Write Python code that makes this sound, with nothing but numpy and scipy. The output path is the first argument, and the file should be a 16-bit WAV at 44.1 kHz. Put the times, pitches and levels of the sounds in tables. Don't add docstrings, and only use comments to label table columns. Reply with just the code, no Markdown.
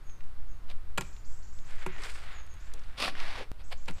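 import sys
import numpy as np
from scipy import signal
from scipy.fft import rfft, irfft
from scipy.io import wavfile
from scipy.ndimage import uniform_filter1d

SR = 44100
rng = np.random.default_rng(int(sys.argv[2]) if len(sys.argv) > 2 else 0)


def bounce(signal):
    frames = np.transpose(np.atleast_2d(signal))
    limited = np.clip(frames, -1, 1)
    pcm = np.round(limited * 32767).astype(np.int16)
    wavfile.write(sys.argv[1], SR, pcm)


N = 176400

# (frequency [Hz], gain [dB])
HUSH_SPECTRUM = [(71, -46), (120, -2), (367, -8.5), (498, -10), (662, -10), (1490, -9), (1620, -12),
                 (2700, -18.5), (4760, -23), (6210, -31), (8080, -29), (13200, -35.5), (15500, -62)]
AIR_SPECTRUM = [(1, -2), (3, -8.5), (6, 1), (12, -23.5), (25, -29.5), (50, -35.5), (90, -43), (160, -57.5),
                (400, -88)]
SAND_SPECTRUM = [(400, -10), (1500, -1), (4400, 0), (6000, -11), (9000, -10), (15000, -22)]
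# (time [s], length [s], start pitch [Hz], end pitch [Hz], relative level [dB])
BIRD_WHISTLES = [(.03, .14, 6700, 6180, -61), (.465, .085, 6800, 6300, -66), (1.56, .09, 6850, 6500, -66),
                 (2.31, .125, 7050, 6330, -57), (2.48, .07, 6800, 6400, -59)]
# (time [s], top pitch [Hz], relative level [dB])
BIRD_CHIRPS = [(1.03, 7900, -59), (1.06, 8000, -59), (1.122, 7400, -60), (1.168, 7300, -64),
               (1.245, 7800, -58), (1.29, 7900, -60), (1.315, 8100, -59), (1.36, 7900, -63),
               (1.422, 7600, -58), (1.47, 7600, -62), (1.522, 8000, -60), (1.567, 7700, -62),
               (1.645, 7900, -60), (1.78, 7700, -61), (1.915, 7500, -61), (1.96, 7600, -62),
               (2.595, 7900, -61), (2.64, 7800, -63), (3.632, 8100, -60), (3.675, 7900, -63),
               (3.767, 7800, -60), (3.815, 7700, -62), (3.925, 7900, -60), (3.972, 7800, -61)]
# (time [s], level [dB], resonance [Hz])
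GRAIN_CRACKS = [(.096, -51.5, 2860), (0.207, -48.5, 2280), (0.238, -58, 3820), (.276, -65, 3800),
                (.70, -45, 3600), (.711, -47, 3760), (0.9801, -31, 2300), (1.0095, -37, 7400),
                (1.019, -37, 3240), (1.165, -50.5, 3900), (1.588, -52.5, 3980), (1.821, -42.5, 2000),
                (1.836, -41.5, 2000), (1.8632, -33, 990), (1.963, -40, 1670), (1.9825, -39, 2340),
                (2.036, -36.5, 4300), (2.465, -57.5, 8100), (2.54, -56.5, 8050), (2.737, -41.5, 7500),
                (2.794, -55, 6000), (2.836, -54.5, 5000), (3.023, -28.5, 3370), (3.0527, -25.5, 1560),
                (3.057, -47, 3750), (3.0793, -22.5, 930), (3.089, -33, 2150), (3.1525, -36.5, 1860),
                (3.2015, -34, 2880), (3.8582, -51, 5500), (3.885, -31.5, 2600)]
# (peak time [s], rise [s], fall [s], level [dB])
SOLE_SCUFFS = [(0.71, 0.018, 0.013, -51.5), (3.725, 0.0088, 0.01, -40), (3.89, .01, 0.015, -45),
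               (3.98, .015, .02, -56.5), (3.605, 0.014, 0.02, -57)]
# (frequency [Hz], gain [dB])
SCUFF_SPECTRUM = [(100, -8), (300, -10), (550, 8.5), (1500, -1.5), (2500, 3), (4800, -2), (6200, -22),
                  (8500, -14), (15000, -27)]
SCRAPE_SPECTRUM = [(59, -51), (100, -34), (238, -1), (355, -14), (394, -12.5), (564, -2), (898, -5),
                   (1260, -3), (1730, -8.5), (2520, -2), (2810, -4), (4750, -7), (6660, -22.5),
                   (9740, -18.5), (15500, -43)]
DRAG_SPECTRUM = [(59, -40), (100, -1), (129, -50), (153, -22), (293, -9.5), (333, -9), (487, -13.5),
                 (614, -4.5), (2090, -2.5), (4660, -11.5), (6530, -23), (10600, -29), (15500, -49)]
# (time [s], level [dB])
SCRAPE_ENVELOPE = [(2.966, -63), (2.98, -43.5), (3.0, -33.5), (3.055, -32.5), (3.085, -37.5), (3.105, -46),
                   (3.125, -67), (3.16, -75)]
DRAG_ENVELOPE = [(3.11, -61), (3.17, -49.5), (3.195, -44.5), (3.215, -42), (3.3, -41.5), (3.4, -42.5),
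                 (3.435, -47), (3.46, -69), (3.5, -89)]
# (frequency [Hz], width [Hz], relative level [dB])
SOLE_RESONANCES = [(1260, 260, -2), (2530, 260, -3), (3400, 700, -1), (4500, 600, -4)]
# (peak time [s], rise [s], fall [s], level [dB], frequency [Hz])
WEIGHT_PRESSES = [(1.992, 0.013, 0.031, -54, 352), (2.065, 0.011, 0.018, -55, 373),
                  (2.74, 0.013, 0.037, -56.5, 372), (3.05, 0.026, 0.075, -48, 224),
                  (3.406, 0.018, 0.023, -43.5, 436), (3.9, 0.0074, 0.013, -40, 148),
                  (3.96, 0.026, 0.03, -50, 66.6)]
# (time [s], ring gain [dB], ring cutoff [Hz], crunch level [dB],
# crunch t60 [s], slab thud gain [dB], hollow ring gain [dB])
CONTACTS = [(.976, -42, 4000, -29.5, .03, -53, -64), (.9790, -30, 1510, -35.5, 0.021, -29.5, -54),
            (0.9807, -22.5, 7050, -26, 0.017, -42, -34.5), (0.986, -43, 2000, -47, 0.029, -65, -66),
            (1.0097, -49, 8000, -36, 0.048, -42, -49), (1.0191, -44, 3500, -52, 0.021, -37, -55),
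            (1.8626, -47.5, 1810, -26, 0.013, -55, -40), (1.8637, -27, 1190, -42, 0.054, -33.5, -29),
            (3.8805, -42, 3500, -35, 0.017, -56, -69), (3.883, -31, 3500, -50, 0.034, -37, -51),
            (3.897, -36.5, 790, -45, 0.038, -49, -48), (3.909, -66, 2000, -37.5, 0.016, -73, -67)]
# (frequency [Hz], relative level [dB], t60 [s])
BLOCK_MODES = [(485, -12, 0.054), (580, -28, 0.1), (775, -18, 0.07), (943, -5, 0.034), (1085, -15.5, 0.09),
               (1100, -14.5, 0.038), (1400, -7, 0.059), (1690, -18.5, 0.066), (2372, -6.5, 0.032),
               (2524, -2, 0.015), (2890, -27, 0.046), (3300, -17.5, 0.012), (4780, -18, 0.039),
               (7200, -13, 0.043)]
SLAB_MODES = [(117.8, -17, 0.42), (146, -8, 0.23), (184.8, -6.5, 0.25), (253, -13, 0.13)]
HOLLOW_MODES = [(372, 0, .1), (395, -9, .05)]
# (frequency [Hz], gain [dB])
CRUNCH_SPECTRUM = [(100, -4.5), (400, 15), (1200, 10), (3000, 11), (5500, -5), (7800, 3), (11000, -8),
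                   (16000, -19)]
RUSTLE_SPECTRUM = [(150, -34), (500, -8.5), (900, -6), (1500, -1.5), (2300, -4), (2900, -8), (3600, -9.5),
                   (5000, -20.5), (8000, -39)]
RASP_SPECTRUM = [(1500, -20), (3000, -10), (4500, 9), (6000, 1), (8000, 5.5), (11500, -8), (15000, -19)]
# (time [s], rustle level [dB], rasp level [dB])
RUB_ENVELOPES = [(1.62, -74, -83), (1.71, -51, -61.5), (1.77, -58.5, -68.5), (1.82, -52, -65.5),
                 (1.93, -57, -81), (2.0, -52.5, -60), (2.055, -44, -53), (2.13, -52, -55.5),
                 (2.19, -51, -60), (2.32, -51, -69), (2.39, -54, -79), (2.46, -62.5, -80),
                 (2.98, -58.5, -71)]

CHIRP_S, CHIRP_RISE_S, CHIRP_SPAN_HZ = .02, .009, 4800
YARD_T60_S, YARD_DB = .45, -16.5
RECORDER_TOP_HZ = 15450


def amp(db):
    return 10 ** (np.asarray(db) / 20)


def unit(x):
    return x / np.std(x)


def clock():
    return np.arange(N) / SR


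def curve(rows, column=1):
    rows = np.array(rows)
    return amp(np.interp(clock(), rows[:, 0], rows[:, column], left=-120, right=-120))


def fade(t, t60):
    return np.exp(-np.log(1000) * t / t60)


def swell(peak, rise, fall):
    t = clock() - peak
    return 1 / (1 + (t / np.where(t < 0, rise, fall)) ** 2 / 2) ** 2


def add(out, start, x):
    i = int(start * SR)
    out[i:i + len(x)] += x[:N - i]


def colour(x, spectrum):
    hz, db = np.array(spectrum).T
    bins = np.maximum(np.arange(N // 2 + 1) * SR / N, 1e-3)
    gain = amp(np.interp(np.log(bins), np.log(hz), db))
    low_cut = np.minimum(bins / hz[0], 1) ** 2
    return unit(irfft(rfft(x) * gain * low_cut, N))


def band(x, hz, width_hz):
    return unit(signal.lfilter(*signal.iirpeak(hz, hz / width_hz, fs=SR), x))


def noise():
    return rng.standard_normal(N)


def walk(rate_hz):
    span = int(SR / rate_hz)
    return unit(uniform_filter1d(uniform_filter1d(noise(), span), span))


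def grit(per_s, spread_db):
    clicks = (rng.random(N) < per_s / SR) * noise()
    sizes = amp(spread_db * np.minimum(rng.exponential(size=N), 4))
    return unit(clicks * sizes)


def ring(modes, t):
    return sum((-1) ** k * amp(db) * np.sin(2 * np.pi * hz * t) * fade(t, t60)
               for k, (hz, db, t60) in enumerate(modes))


def tone(hz):
    return np.sin(2 * np.pi * np.cumsum(hz) / SR)


def echoes(x, t60):
    t = clock()[:SR]
    tail = noise()[:SR] * fade(t, t60) * np.minimum(t / .0051, 1)
    return signal.fftconvolve(x, tail / np.linalg.norm(tail))[:N]


def outdoors():
    hush = colour(noise(), HUSH_SPECTRUM) * amp(.33 * walk(4.8))
    air = colour(noise(), AIR_SPECTRUM) * signal.windows.tukey(N, .02)
    return amp(-61.5) * hush + amp(-27.5) * air


def sand():
    grains = np.abs(grit(per_s=22, spread_db=1))
    bursts = signal.fftconvolve(grains, fade(clock()[:SR // 10], t60=.025))[:N]
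    return amp(-68) * colour(bursts * noise(), SAND_SPECTRUM)


def birds():
    whistles, twitter, wobble = np.zeros(N), np.zeros(N), walk(500)
    for start, length, start_hz, end_hz, db in BIRD_WHISTLES:
        n = int(length * SR)
        hz = np.linspace(start_hz, end_hz, n) + 110 * wobble[int(start * SR):][:n]
        add(whistles, start, amp(db) * tone(hz) * np.sqrt(2 * np.hanning(n)))
    t = clock()[:int(CHIRP_S * SR)]
    envelope = (2 * t / CHIRP_S) ** .21 * signal.windows.tukey(len(t), .2)
    stretches = np.exp(.2 * rng.standard_normal(len(BIRD_CHIRPS)))
    for (start, top_hz, db), stretch in zip(BIRD_CHIRPS, stretches):
        below_hz = CHIRP_SPAN_HZ * np.exp(-t / (CHIRP_RISE_S * stretch))
        hz = top_hz - below_hz + below_hz[-1] + 100 * wobble[int(start * SR):][:len(t)]
        add(twitter, start, amp(db) * envelope * tone(hz))
    direct = amp(-6) * whistles + amp(-4) * twitter
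    return direct + echoes(amp(-6) * whistles + amp(2.5) * twitter, t60=.38)


def grain_cracks():
    out, t = np.zeros(N), clock()[:SR // 10]
    for start, db, hz in GRAIN_CRACKS:
        crack = band(rng.standard_normal(len(t)), hz, width_hz=hz / 1.8)
        softened = unit(signal.lfilter(*signal.butter(1, .6 * hz, fs=SR), crack))
        add(out, start, amp(db) * softened * fade(t, t60=.02))
    return out


def boots():
    grains = grit(per_s=7000, spread_db=.5) * amp(1.4 * walk(130))
    sole = sum(amp(db) * band(grains, hz, width) for hz, width, db in SOLE_RESONANCES)
    scrape = unit(colour(grains, SCRAPE_SPECTRUM) + amp(-15) * sole)
    drag = colour(grit(per_s=12000, spread_db=1) * amp(1.1 * walk(100)), DRAG_SPECTRUM)
    scuffs = colour(grit(per_s=7000, spread_db=2), SCUFF_SPECTRUM)
    scuffs *= sum(amp(db) * swell(peak, rise, fall) for peak, rise, fall, db in SOLE_SCUFFS)
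    creaks = np.zeros(N)
    for peak, rise, fall, db, hz in WEIGHT_PRESSES:
        creak = band(band(noise(), hz, .78 * hz), hz, .78 * hz)
        creaks += amp(db) * swell(peak, rise, fall) * creak
    return scuffs + creaks + scrape * curve(SCRAPE_ENVELOPE) + drag * curve(DRAG_ENVELOPE)


def knocks():
    out, t = np.zeros(N), clock()[:SR // 2]
    block, slab, hollow = ring(BLOCK_MODES, t), ring(SLAB_MODES, t), ring(HOLLOW_MODES, t)
    crush = colour(grit(per_s=9000, spread_db=-.5), CRUNCH_SPECTRUM)
    for start, ring_db, cutoff_hz, crunch_db, t60, thud_db, hollow_db in CONTACTS:
        body = signal.lfilter(*signal.butter(2, cutoff_hz, fs=SR), block)
        crunch = np.roll(crush, -int(start * SR))[:len(t)] * fade(t, t60)
        ringing = amp(ring_db) * body + amp(thud_db) * slab + amp(hollow_db) * hollow
        add(out, start, ringing + amp(crunch_db) * crunch)
    return out


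def gloves():
    catches = amp(1.4 * walk(110))
    rustle = colour(grit(per_s=7000, spread_db=2.2) * catches, RUSTLE_SPECTRUM)
    rasp = colour(grit(per_s=7900, spread_db=2.5) * catches, RASP_SPECTRUM)
    t = clock() - 2
    sweep = amp(-52.5) * np.exp(-(t / np.where(t < 0, .1547, .09)) ** 2 / 2)
    sleeve = band(band(noise() * catches, hz=1900, width_hz=1000), hz=1900, width_hz=1000)
    return rustle * curve(RUB_ENVELOPES) + rasp * curve(RUB_ENVELOPES, column=2) + sleeve * sweep


def pop():
    out = np.zeros(N)
    add(out, 3.5167, amp(-28.5) * np.exp(-clock() / .039))
    return out


def scene():
    work = knocks() + grain_cracks() + boots() + gloves()
    yard = amp(YARD_DB) * echoes(work, YARD_T60_S)
    return (work + yard + birds() + outdoors() + pop())[None]


def record(dry):
    return signal.sosfilt(signal.ellip(10, .2, 80, RECORDER_TOP_HZ, fs=SR, output="sos"), dry)


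dry = scene()
out = record(dry)
bounce(out)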